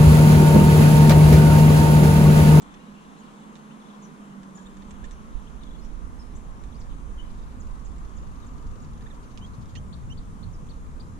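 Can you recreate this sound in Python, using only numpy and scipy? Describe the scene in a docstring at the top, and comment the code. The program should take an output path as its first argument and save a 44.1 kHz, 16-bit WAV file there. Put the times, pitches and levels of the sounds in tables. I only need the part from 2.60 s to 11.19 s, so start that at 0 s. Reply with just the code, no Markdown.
"""An angler drifts on a marsh pond under a distant roar, a low drone, the rustle of reeds and far chatter.
Small birds whistle, twitter and buzz as swept sine tones; the tackle at the right ticks and squeaks throughout.
A far motor drones as one tone until about 2.4 s, just as wind starts to rumble as low noise on two microphone ports.
Dry trills of shaped noise, a peep and falling chips follow from 4.6 s, far tyres sing near 6 s at the left,
and arched chirps at the left end the scene while the wind, now head-on, sheds small eddies."""
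import sys
import numpy as np
from scipy import signal
from scipy.io import wavfile
from scipy.ndimage import uniform_filter1d

SR = 44100
rng = np.random.default_rng(int(sys.argv[2]) if len(sys.argv) > 2 else 0)


def generate_wav(signal):
    """Clip the signal to [-1, 1] and save it as 16-bit WAV at the path in sys.argv[1]."""
    frames = np.transpose(np.atleast_2d(signal))
    scaled = np.clip(frames, -1, 1) * 32767
    pcm = np.round(scaled).astype(np.int16)
    wavfile.write(sys.argv[1], SR, pcm)


N = 378817
TIME = np.arange(N) / SR  # s
ALONG = np.linspace(0, 1, 64)  # progress through a note


def amp(db):
    """Decibel definition: 20 dB is a tenfold amplitude."""
    return 10 ** (np.asarray(db) / 20)


def unit(x):
    """Normalization: scales a signal to an rms of one."""
    return x / np.sqrt(np.mean(abs(x) ** 2) + 1e-24)


def follow(rows):
    """Linear interpolation: every column of a curve, at each sample."""
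    s, *columns = np.transpose(rows)
    return [np.interp(TIME, s, column) for column in columns]


def shape(points, hz):
    """Spectral envelope: gain joined in dB on a log-frequency axis."""
    f, db = np.transpose(points)
    return amp(np.interp(np.log(hz + 1), np.log(f), db))


def place(x, pan_db):
    """Intensity panning: shares the power between the ports; a positive pan_db favours the left."""
    gains = np.array([amp(pan_db / 2), amp(-pan_db / 2)]).reshape(2, -1)
    return x * gains / np.sqrt(np.mean(gains ** 2, 0))


def add(mix, s, sound):
    """Superposition: adds a sound to the mix from s seconds on."""
    part = mix[:, max(round(s * SR), 0):][:, :sound.shape[-1]]
    part += sound[..., :part.shape[1]]


def drift(count, rate):
    """Slow random modulation: normal values, rate a second, joined by straight lines."""
    knots = rng.standard_normal(int(count / SR * rate) + 2)
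    return np.interp(np.arange(count) / SR * rate, np.arange(len(knots)), knots)


def noise(points, same, lead_ms=0, patchy_db=0):
    """Partial coherence: coloured noise, alike at the ports by the share same, the left one leading."""
    hz = np.fft.rfftfreq(4096, 1 / SR)
    a, b, c, d, patches = rng.standard_normal((N // 1024 + 5, len(hz), 5)).T
    # level patches spread over neighbouring frequencies and moments
    patches = unit(uniform_filter1d(uniform_filter1d(patches, 40, 0), 5, 1))
    same = np.clip(same, 0, 1)
    left = a + 1j * b
    delay = np.exp(-2j * np.pi * hz * lead_ms / 10 ** 3)[:, None]
    right = same * left * delay + np.sqrt(1 - same ** 2) * (c + 1j * d)
    spectrum = np.array([left, right]) * shape(points, hz)[:, None] * amp(patchy_db * patches)
    return unit(signal.istft(spectrum, nperseg=4096, noverlap=3072)[1][:, :N])


def glide(hz, octaves, bow=0):
    """Logarithmic pitch: a slide centred on hz; bow makes it slide faster at first."""
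    return hz * 2 ** (octaves * (ALONG - .5 - bow * (ALONG - .5) ** 2))


def whistle(length, pitches, overtone_db=-30, waver=0.015, flutter_db=2):
    """Near-pure tone: an unsteady pitch and its octave, a third of a cycle apart at the two ports."""
    u = np.linspace(0, 1, max(round(length * SR), 64))
    hz = np.interp(u, np.linspace(0, 1, len(pitches)), pitches) * (1 + waver * drift(len(u), 460))
    phase = 2 * np.pi * np.cumsum(hz) / SR + np.array([[0], [-2 * np.pi / 3]])
    swell = signal.windows.tukey(len(u), 1 / 4) * amp(flutter_db * drift(len(u), 185))
    return unit(swell * (np.sin(phase) + amp(overtone_db) * np.sin(2 * phase)))


def buzzy_note(length, pitch, octaves, sweep_hz, buzz_hz=185, rough=0.32):
    """Frequency modulation: a sliding note swept quickly up and down, its loudness pulsing at the same rate."""
    t = np.arange(round(length * SR)) / SR
    buzz = 2 * np.pi * buzz_hz * t
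    sweep = sweep_hz * (np.sin(buzz) + rough * drift(len(t), 1684))
    hz = np.interp(t / length, ALONG, glide(pitch, octaves)) + sweep
    swell = signal.windows.tukey(len(t), .5) * (1 - 0.29 * np.cos(buzz))
    quarter_cycle = np.array([[0], [np.pi / 2]])  # between the ports
    return unit(swell * np.sin(2 * np.pi * np.cumsum(hz) / SR + quarter_cycle))


def banks(x, t60=0.31):
    """Diffuse reverberation: sparse scattered echoes after 4 ms, falling by 60 dB in t60 seconds."""
    t = np.arange(SR // 2) / SR
    sparse = rng.standard_normal((2, len(t))) * (rng.random((2, len(t))) < 2000 / SR)
    taps = sparse * amp(-60 * t / t60) * (t > .004)
    return signal.fftconvolve(x, taps / np.linalg.norm(taps, axis=1, keepdims=True), axes=1)[:, :N]


def skim(x, delay_s=.0055, echo=0.42):
    """Discrete reflection: a call arrives again off the water and the bank, its ports exchanged."""
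    return x + echo * np.array([np.interp(TIME - delay_s, TIME, port) for port in x[::-1]])


# One bird's repeated falling chip. Each entry: start in seconds.
CHIP_STARTS = [4.999, 5.247, 5.563, 5.862, 6.216]
CHIP_S, CHIP_HZ, CHIP_OCTAVES, CHIP_SWEEP_HZ = 0.018, 6860, -0.245, 358
CHIP_DB, CHIP_FADE_DB_PER_S, CHIP_PAN_DB = -56.5, 5, 0  # level of the first chip, and its decline
FLICK_S, FLICK_HZ, FLICK_OCTAVES, FLICK_DB = .009, 5220, -.45, -7  # level relative to the chip


def chips():
    """Frequency modulation: falling buzzed chips, each weaker and ending in a soft downward flick."""
    out = np.zeros((2, N))
    for s in CHIP_STARTS:
        db = CHIP_DB - CHIP_FADE_DB_PER_S * (s - CHIP_STARTS[0])
        chip = buzzy_note(CHIP_S, CHIP_HZ, CHIP_OCTAVES, CHIP_SWEEP_HZ)
        add(out, s, amp(db) * place(chip, CHIP_PAN_DB))
        flick = whistle(FLICK_S, glide(FLICK_HZ, FLICK_OCTAVES))
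        add(out, s + 0.98 * CHIP_S, amp(db + FLICK_DB) * place(flick, CHIP_PAN_DB))
    return out


# Buzzy calls. Each row: start in seconds, length in seconds, mid pitch in Hz, rise in octaves,
# level in dB, sweep in Hz, left over right in dB.
BUZZY_CALLS = [(1.415, 0.049, 6400, -.28, -59.5, 430, 8), (2.514, 0.032, 6100, -.12, -63.5, 330, 3),
               (3.205, 0.072, 5400, 0.24, -67, 330, 1), (3.747, 0.032, 7000, 0.3, -59.5, 700, 4),
               (4.14, .032, 4800, .42, -66, 220, -2), (4.195, 0.031, 5600, -1.2, -60, 150, 0),
               (4.29, 0.05, 3310, -0.081, -66.5, 480, 11)]


def buzzes():
    """Frequency modulation: single calls whose fast sweep is heard as a buzz."""
    out = np.zeros((2, N))
    for s, length, pitch, octaves, db, sweep_hz, pan_db in BUZZY_CALLS:
        add(out, s, amp(db) * place(buzzy_note(length, pitch, octaves, sweep_hz), pan_db))
    return out


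# Dry trills. Each row: first syllable in seconds, end of the run in seconds, syllables per second,
# syllable length in seconds, mean level in dB before the cut in scene(), brightness from 0 to 1.
TRILL_RUNS = [(4.689, 4.93, 24, 0.038, -63, 0.1), (5.064, 5.21, 23.5, 0.013, -59, 1),
              (5.312, 6.43, 22.62, 0.014, -60, 0.93), (6.533, 6.56, 13, 0.032, -57.5, 1),
              (6.619, 7.11, 13, 0.039, -60, 0.8)]
# Spectra of the dull and the bright syllables. Each row: frequency in Hz, relative level in dB.
DULL_SPECTRUM = [(2500, -17), (3700, 7), (5100, -0.5), (6200, -20), (9000, -25)]
BRIGHT_SPECTRUM = [(3200, -6), (4600, -0.5), (5500, -5), (6400, 0.5), (7300, -4), (8500, -21)]


def warbler():
    """Amplitude-modulated noise: runs of short toneless syllables, from dull to bright."""
    dull, bright = np.zeros((2, 1, N))
    for first, last, rate, length, db, share in TRILL_RUNS:
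        share = np.clip(share, 0, 1)
        for s in np.arange(first, last, 1 / rate):
            window = unit(signal.windows.tukey(round(length * SR), .8))
            syllable = amp(db + 1.8 * rng.standard_normal()) * window
            add(dull, s, np.sqrt(1 - share) * syllable)
            add(bright, s, np.sqrt(share) * syllable)
    return dull * noise(DULL_SPECTRUM, same=0.06) + bright * noise(BRIGHT_SPECTRUM, same=0.031)


# Arched chirps of one bird. Each row: start in seconds, length in seconds, top pitch in Hz, level in dB.
ARCHED_CHIRPS = [(0.562, 0.045, 4070, -69), (7.325, 0.022, 4480, -54.5), (7.569, 0.026, 4660, -58),
                 (7.825, 0.023, 4450, -57.5), (8.084, 0.038, 4540, -59.5), (8.396, 0.019, 4940, -55.5)]
ARCH_START_HZ, ARCH_END_HZ, ARCH_PAN_DB = 2710, 3180, 30


def arches(point=1.16, foot_db=-4):
    """Pitch arch: a tone that climbs and falls back, loudest at the top, at the left."""
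    out = np.zeros((2, N))
    feet = ARCH_START_HZ + (ARCH_END_HZ - ARCH_START_HZ) * ALONG
    for s, length, top, db in ARCHED_CHIRPS:
        note = whistle(length, feet + (top - feet) * abs(np.sin(np.pi * ALONG)) ** point)
        swell = amp(foot_db * np.linspace(-1, 1, note.shape[1]) ** 2)
        add(out, s, amp(db) * place(unit(note * swell), ARCH_PAN_DB))
    return out


# Whistled slurs. Each row: start in seconds, length in seconds, pitch in Hz, rise in octaves,
# level in dB, left over right in dB.
WHISTLED_SLURS = [(.268, 0.033, 2930, -.12, -68, 8), (0.341, .065, 2770, 0.083, -65, 8),
                  (.582, 0.031, 6850, -.28, -64, 6), (1.098, 0.028, 2850, 0.42, -62, 12),
                  (2.868, 0.015, 3210, 0.37, -59, 15), (3.185, .016, 4230, 0.015, -64, 4),
                  (4.124, .012, 3450, -.45, -63, 4), (5.813, 0.04, 3700, -0.19, -66, 6),
                  (7.923, 0.036, 5630, -0.62, -65, -1)]
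SLUR_ECHO_DB = -13  # these callers, like those of the buzzes and seeps, sit deeper in the bushes


def slurs(waver=0.0075, bow=0.54):
    """Portamento: plain tones that slide, with echoes from the bushes."""
    out = np.zeros((2, N))
    for s, length, hz, octaves, db, pan_db in WHISTLED_SLURS:
        note = whistle(length, glide(hz, octaves, bow), waver=waver)
        add(out, s, amp(db) * place(note, pan_db))
    return out + amp(SLUR_ECHO_DB) * banks(out)


# Thin dropping calls. Each row: start in seconds, length in seconds, top pitch in Hz, level in dB,
# left over right in dB, hold as a bare exponent (1 is an even slide, more is a later drop).
THIN_CALLS = [(1.949, 0.032, 7170, -54, 3, 5.8), (3.588, 0.047, 5330, -61.5, 0, 6.3)]
SEEP_DROP, SEEP_SCOOP = 0.48, 0.089  # shares of the pitch lost by the end and lacking at the start
SEEP_SCOOP_S = 0.0042  # time constant of the initial rise
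SEEP_FADE_DB, SEEP_ECHO_DB, SEEP_T60 = -7, -9.5, .75  # loss by the end; echo level; ring of the bushes in s


def seeps():
    """Power-law glide: a thin tone holds a high pitch, then drops and fades, and the bushes ring."""
    out = np.zeros((2, N))
    for s, length, top, db, pan_db, hold in THIN_CALLS:
        scoop = SEEP_SCOOP * np.exp(-ALONG * length / SEEP_SCOOP_S)
        note = whistle(length, top * (1 - SEEP_DROP * ALONG ** hold - scoop), waver=0.0033)
        fade = amp(SEEP_FADE_DB * np.linspace(0, 1, note.shape[1]) ** (hold / 2))
        add(out, s, amp(db) * place(unit(note * fade), pan_db))
    return out + amp(SEEP_ECHO_DB) * banks(out, t60=SEEP_T60)


# A far bird's twitter. Each row: first syllable in seconds, end of the run in seconds,
# syllables per second, mean pitch in Hz, mean level in dB.
TWITTER_RUNS = [(0.663, .77, 26.5, 3290, -67.5), (0.829, 0.856, 31, 3460, -65),
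                (1.214, 1.35, 23, 3430, -63), (3.027, 3.16, 25, 3460, -60.5)]


def twitterer(note_s=0.0135, fall_octaves=-0.088, grace_ratio=1.13, grace_db=-7, grace_lead_s=0.016,
              spread=0.011):
    """Rapid repetition: one syllable over and over, a soft high grace note before a falling note."""
    out = np.zeros((2, N))
    for first, last, rate, hz, db in TWITTER_RUNS:
        for s in np.arange(first, last, 1 / rate):
            hop, size = rng.standard_normal(2)
            pitches = glide(hz * (1 + spread * hop), fall_octaves)
            add(out, s - grace_lead_s, amp(db + size + grace_db) * whistle(note_s, grace_ratio * pitches))
            add(out, s, amp(db + size) * whistle(note_s, pitches))
    return place(out, 11)


# One round, dipping peep. Each row: time in seconds, pitch in Hz, level in dB.
PEEP_CURVE = [(4.571, 2890, -64), (4.582, 3220, -58), (4.591, 3040, -54), (4.601, 2940, -50.5),
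              (4.613, 3100, -56), (4.626, 3150, -62)]
PEEP_PAN_DB, PEEP_ECHO_DB = 9, -6


def peep():
    """Pitch contour: one smooth note at the left, loudest where it dips, dying away in the reeds."""
    out = np.zeros((2, N))
    s, hz, db = np.transpose(PEEP_CURVE)
    length = s[-1] - s[0]
    note = whistle(length, np.interp(s[0] + ALONG * length, s, hz), waver=.006, flutter_db=-1.5)
    swell = amp(np.interp(s[0] + np.arange(note.shape[1]) / SR, s, db))
    add(out, s[0], place(note * swell, PEEP_PAN_DB))
    return out + amp(PEEP_ECHO_DB) * banks(out, t60=0.36)


# Ticks and creaks. Each row: start in seconds, length in seconds, level in dB, lift of the low modes in dB.
TICK_EVENTS = [(0.02, 0.0064, -52.5, -13), (0.141, 0.006, -53, 2), (0.955, 0.0019, -47.5, 8),
               (.966, 0.0025, -54, 0), (1.832, 0.0023, -51.5, -8), (2.169, 0.0042, -56, -9),
               (2.221, .007, -56.5, 4), (2.308, 0.0049, -49.5, -10), (2.442, 0.017, -55.5, -7),
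               (2.511, 0.0027, -48.5, -6), (3.035, 0.0019, -51, -3), (3.249, .002, -55, -5),
               (4.038, 0.0017, -50.5, -4), (4.212, .012, -63, -4), (5.383, 0.0019, -55, -19),
               (6.410, 0.0024, -54.5, 6), (6.775, 0.003, -44.5, 9), (7.058, 0.0023, -56.5, -10),
               (7.1533, .009, -45, 9), (7.164, .003, -51, 0), (8.069, 0.001, -57, -15)]
# Modes of the reel. Each row: mean frequency in Hz, relative level in dB, 60 dB decay time in seconds.
REEL_MODES = [(1780, 4.5, 0.02), (2600, 4.5, 0.0058), (3660, 3.5, 0.0076), (4300, 4, 0.01),
              (5500, -8, 0.0044), (6300, 1, 0.0033), (7440, 0, 0.0099), (8150, -2, 0.005)]


def tackle(slips_per_s=1300, grit=0.55, crack_db=-4, crack_low_hz=1250, crack_high_hz=6800,
           dying_db=-9, first_slip=2.1, detune=0.03):
    """Stick-slip excitation of modes: a snap and a dying run of slips drive a dry crack and the reel."""
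    out, t = np.zeros((2, N)), np.arange(1500) / SR
    band = signal.butter(6, [crack_low_hz, crack_high_hz], 'band', fs=SR, output='sos')
    crack = signal.sosfilt(band, signal.unit_impulse(len(t)))
    for s, length, db, body_db in TICK_EVENTS:
        count = round(length * SR)
        slips = (rng.random(count) < slips_per_s / SR) + grit / 2 * rng.standard_normal((2, count))
        slips[:, 0] += first_slip
        tuning = 1 + detune * rng.standard_normal(len(REEL_MODES))  # a little different each time
        ring = np.zeros(len(t))
        for k, (hz, level, t60) in enumerate(REEL_MODES):
            decay = amp(level + body_db * (hz < 4800) - 60 * t / t60)
            ring += (-1) ** k * decay * np.sin(2 * np.pi * hz * tuning[k] * t)
        response = unit(ring) + amp(crack_db) * unit(crack)
        dying_slips = slips * amp(dying_db * np.linspace(0, 1, count))
        tick = signal.fftconvolve(dying_slips, response[None], axes=1)
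        add(out, s, amp(db) * tick * np.sqrt(count / np.sum(tick ** 2, 1, keepdims=True)))
    return place(out, -10.5)


# Rubbing squeaks. Each row: start in seconds, length in seconds, pitch in Hz, rise in octaves,
# level in dB, overtone relative to the fundamental in dB.
RUB_SQUEAKS = [(1.975, 0.027, 1660, -0.067, -55.5, -12), (2.056, 0.017, 3620, 0.14, -57, -6),
               (2.432, 0.022, 1758, 0.22, -52, -11), (6.459, 0.013, 1755, 0.22, -53, -7),
               (6.501, 0.017, 1800, -0.29, -55.5, -4), (6.809, 0.049, 3150, 0.2, -55.5, -12),
               (7.159, 0.027, 3020, 0.27, -52.5, -5), (7.498, 0.033, 2965, 0.25, -52, -9)]
SQUEAK_PAN_DB = -5.5


def squeaks(bow=0.91, grow_db=5):
    """Friction tone: rubbing parts of the reel sing, growing louder as the pitch levels off."""
    out = np.zeros((2, N))
    for s, length, hz, octaves, db, overtone_db in RUB_SQUEAKS:
        note = whistle(length, glide(hz, octaves, bow), overtone_db, waver=0.006)
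        add(out, s, amp(db) * unit(note * amp(grow_db * np.linspace(0, 1, note.shape[1]))))
    return place(out, SQUEAK_PAN_DB)


# Strength of the wind on the ports. Each row: time in seconds, reference level in dB.
WIND_STRENGTH = [(0, -57), (1.3, -71), (2.15, -49.5), (2.3, -42), (2.75, -42.5), (3.5, -39), (5.3, -36),
                 (6.8, -45.5), (8.59, -41)]
# Single gusts. Each row: peak time in seconds, width at half amplitude in seconds, peak level in dB,
# left over right in dB, share of small eddies from 0 to 1.
SINGLE_GUSTS = [(2.42, 0.057, -34.5, -7, 0.02), (2.754, 0.059, -33, -11, 0), (3.42, 0.58, -39, -20, 0),
                (4.27, 0.31, -33.5, -10, 0.13), (5.573, 0.064, -35.5, -4, 0), (6.096, 0.071, -32, -4, 0),
                (6.34, 0.19, -40.5, 7, 0.4), (6.94, 0.32, -40.5, 10, 0.72), (7.28, 0.23, -37, -0.5, 1),
                (7.582, 0.31, -37.5, 4.5, 0.6), (7.852, 0.098, -32.5, -19, 1), (8.25, 0.47, -45, 2, .05)]
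# Spectra of the large and the small eddies. Each row: frequency in Hz, relative level in dB.
LARGE_EDDIES = [(5, -12), (16, -0.5), (32, 1), (55, -1.5), (80, -13.5), (120, -23), (200, -58), (1500, -98)]
SMALL_EDDIES = [(15, -18), (50, -1.5), (90, 1), (150, -4), (220, -12.5), (350, -36), (800, -57),
                (2000, -87)]
# the boat drifts round, and the wind turns from side-on to head-on
TURN_START_S, TURN_END_S = 5.4, 6.2
SIDE_ON_PAN_DB, HEAD_ON_PAN_DB = -6, -4
RUMBLE_DB, SIDE_ON_EDDY_DB, HEAD_ON_EDDY_DB = 1.5, -12, -2.5  # relative to the wind
EDDY_PAN_DB = 5.5  # relative to the large eddies


def wind(lumpy_db=1.74):
    """Turbulent pressure: lumpy noise, mostly unrelated at the ports; head-on it sheds more small eddies."""
    db, = follow(WIND_STRENGTH)
    head_on = np.interp(TIME, [TURN_START_S, TURN_END_S], [0, 1])
    pan_db = SIDE_ON_PAN_DB + (HEAD_ON_PAN_DB - SIDE_ON_PAN_DB) * head_on
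    eddy_db = SIDE_ON_EDDY_DB + (HEAD_ON_EDDY_DB - SIDE_ON_EDDY_DB) * head_on
    # powers, so that gusts add to the steady wind as unrelated noise
    large = place(amp(db + RUMBLE_DB), pan_db) ** 2
    small = place(amp(db + eddy_db), pan_db + EDDY_PAN_DB) ** 2
    for s, length, gust_db, side_db, share in SINGLE_GUSTS:
        power = place(amp(gust_db) * np.hanning(round(2 * length * SR)), side_db) ** 2
        share = np.clip(share, 0, 1)
        add(large, s - length, (1 - share) * power)
        add(small, s - length, share * power)
    out = np.zeros((2, N))
    for power, colour in [(large, LARGE_EDDIES), (small, SMALL_EDDIES)]:
        out += np.sqrt(power) * amp(lumpy_db * drift(N, 18)) * noise(colour, same=0.34)
    return out


# Pitch of the far motor. Each row: time in seconds, mean pitch in Hz.
MOTOR_CURVE = [(0.0, 205), (0.3, 202.5), (.75, 206), (1.13, 214), (1.32, 206), (1.5, 208), (1.85, 193.5),
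               (2.03, 190.5), (2.27, 201), (2.5, 204.5)]
MOTOR_DB, MOTOR_SWELL_DB_PER_S, MOTOR_PEAK_S = -47.5, 4, 1.39
MOTOR_STOP_S, MOTOR_RELEASE_DB_PER_S = 2.42, 98


def motor():
    """Periodic source: one clean low tone swells slowly, sags and recovers in pitch, then dies away."""
    hz, = follow(MOTOR_CURVE)
    swell_db = -MOTOR_SWELL_DB_PER_S * np.maximum(MOTOR_PEAK_S - TIME, 0)
    release_db = -MOTOR_RELEASE_DB_PER_S * np.maximum(TIME - MOTOR_STOP_S, 0)
    waver_hz, flutter_db = .8 * drift(N, 20), .8 * drift(N, 9)
    phase = 2 * np.pi * np.cumsum(hz + waver_hz) / SR
    return place(amp(MOTOR_DB + swell_db + release_db + flutter_db) * unit(np.sin(phase)), -1.8)


# Swell of the reeds, which the chatter shares. Each row: time in seconds, level of the reeds in dB.
REED_LEVEL = [(0, -62.5), (1.3, -63.5), (1.8, -66), (2.5, -64.5), (3.6, -69), (6.3, -68.5), (7.3, -70.5),
              (8.59, -71.5)]
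CHATTER_PER_S, CHATTER_S, CHATTER_OCTAVES = 16, 0.0182, 0.19  # the slide is at most this, up or down
CHATTER_LOW_HZ, CHATTER_HIGH_HZ, CHATTER_DB = 2650, 3893, -4.5  # level relative to the reeds


def chatter():
    """Reverberant field: many far birds' slurs at chance moments, heard only by way of their echoes."""
    out = np.zeros((2, N))
    swell_db, = follow(REED_LEVEL)
    for when, height, slide in rng.random((round(CHATTER_PER_S * N / SR), 3)):
        at = int(when * N)
        hz = CHATTER_LOW_HZ + (CHATTER_HIGH_HZ - CHATTER_LOW_HZ) * height
        note = whistle(CHATTER_S, glide(hz, CHATTER_OCTAVES * (2 * slide - 1)))
        add(out, at / SR, amp(swell_db[at] + CHATTER_DB) * note)
    return place(banks(out, t60=0.17), 3.7)


# Spectrum of the rustle. Each row: frequency in Hz, relative level in dB.
REED_SPECTRUM = [(700, -11.5), (1600, 0.5), (2300, -0.5), (3000, 1.5), (3700, -1.5), (4500, -8.5),
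                 (6000, -28)]


def reeds():
    """Broadband noise: the rustle of the reeds, nearly alike at both ports."""
    return amp(follow(REED_LEVEL)[0]) * noise(REED_SPECTRUM, same=0.9, lead_ms=0.27, patchy_db=1.4)


# Spectrum of the far tyres. Each row: frequency in Hz, relative level in dB.
TYRE_SPECTRUM = [(800, -29), (1050, -8), (1200, 3.5), (1330, -6), (1600, -27), (3000, -47)]
# Swell of the tyres as they pass. Each row: time in seconds, level in dB.
TYRE_LEVEL = [(4.6, -82), (5.4, -65.5), (5.95, -56.5), (6.3, -66), (7.4, -66.5)]


def tyres():
    """Narrow-band noise: far tyres sing as they pass at the left."""
    return amp(follow(TYRE_LEVEL)[0]) * place(noise(TYRE_SPECTRUM, same=0.41, lead_ms=0.2), 12.0)


# Spectrum of the distant roar. Each row: frequency in Hz, relative level in dB.
ROAR_SPECTRUM = [(300, -12.5), (600, -9), (800, -4.5), (1050, 0.5), (1280, -4), (1500, -8.5), (1900, -14.5),
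                 (2600, -21.5), (5000, -42.5)]
# Swell of the roar. Each row: time in seconds, level in dB before a lift of 2 dB.
ROAR_LEVEL = [(0, -53.5), (1.2, -54), (3.4, -55), (5.1, -55), (6.6, -55.5), (7.6, -57), (8.59, -57)]


def roar():
    """Broadband noise: a far road at the left, heard as a roar."""
    sound = noise(ROAR_SPECTRUM, same=0.51, lead_ms=0.39, patchy_db=1)
    return amp(follow(ROAR_LEVEL)[0] + 2.0) * place(sound, 3.6)


# Spectrum of the land's far low murmur. Each row: frequency in Hz, relative level in dB.
DRONE_SPECTRUM = [(60, -21), (115, -42), (150, -1), (190, -2.5), (230, 1.5), (280, -6), (340, -11.5),
                  (460, -12.5), (620, -20.5), (1000, -31), (2500, -77)]


def drone():
    """Low-frequency noise: the far murmur of the land, stronger at the right."""
    return amp(-47.5) * place(noise(DRONE_SPECTRUM, same=0.65, patchy_db=0.5), -6.5)


# Spectrum of the hiss with the microphone's peaks. 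Each row: frequency in Hz, relative level in dB.
HISS_SPECTRUM = [(500, 6.5), (3000, -4), (4800, -3.5), (5700, -0.5), (6500, 2.5), (7400, -0.5), (8300, -4),
                 (8580, 1.5), (8850, -3.5), (10200, -5), (11200, -10), (12800, -13.5), (14500, -36)]


def hiss():
    """Self-noise: hiss at a steady mean level, almost unrelated between the ports."""
    return amp(-62.5) * place(noise(HISS_SPECTRUM, same=0.022, patchy_db=1.4), -3.0)


BUZZ_ECHO_DB = -9


def scene():
    """Superposition: birds in the reeds, tackle close by, and the air around them."""
    buzzing = chips() + buzzes()
    buzzing = buzzing + amp(BUZZ_ECHO_DB) * banks(buzzing)
    whistling = arches() + slurs() + seeps() + twitterer()
    birds = skim(whistling + buzzing + amp(-6.5) * warbler())
    birds = birds + amp(-9.0) * banks(birds)
    gear = tackle() + squeaks()
    gear = gear + amp(-5.0) * banks(gear, t60=0.032)  # very short echoes from the boat
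    air = drone() + roar() + tyres() + reeds() + hiss()
    return birds + peep() + chatter() + gear + motor() + wind() + air


EDGE_HZ = 14800


def record(dry):
    """Low-pass filtering: the recorder's band limit."""
    low_pass = signal.firwin(511, EDGE_HZ, window=("kaiser", 9), fs=SR)
    return signal.oaconvolve(dry, low_pass[None], "same")


dry = scene()
out = record(dry)
generate_wav(out)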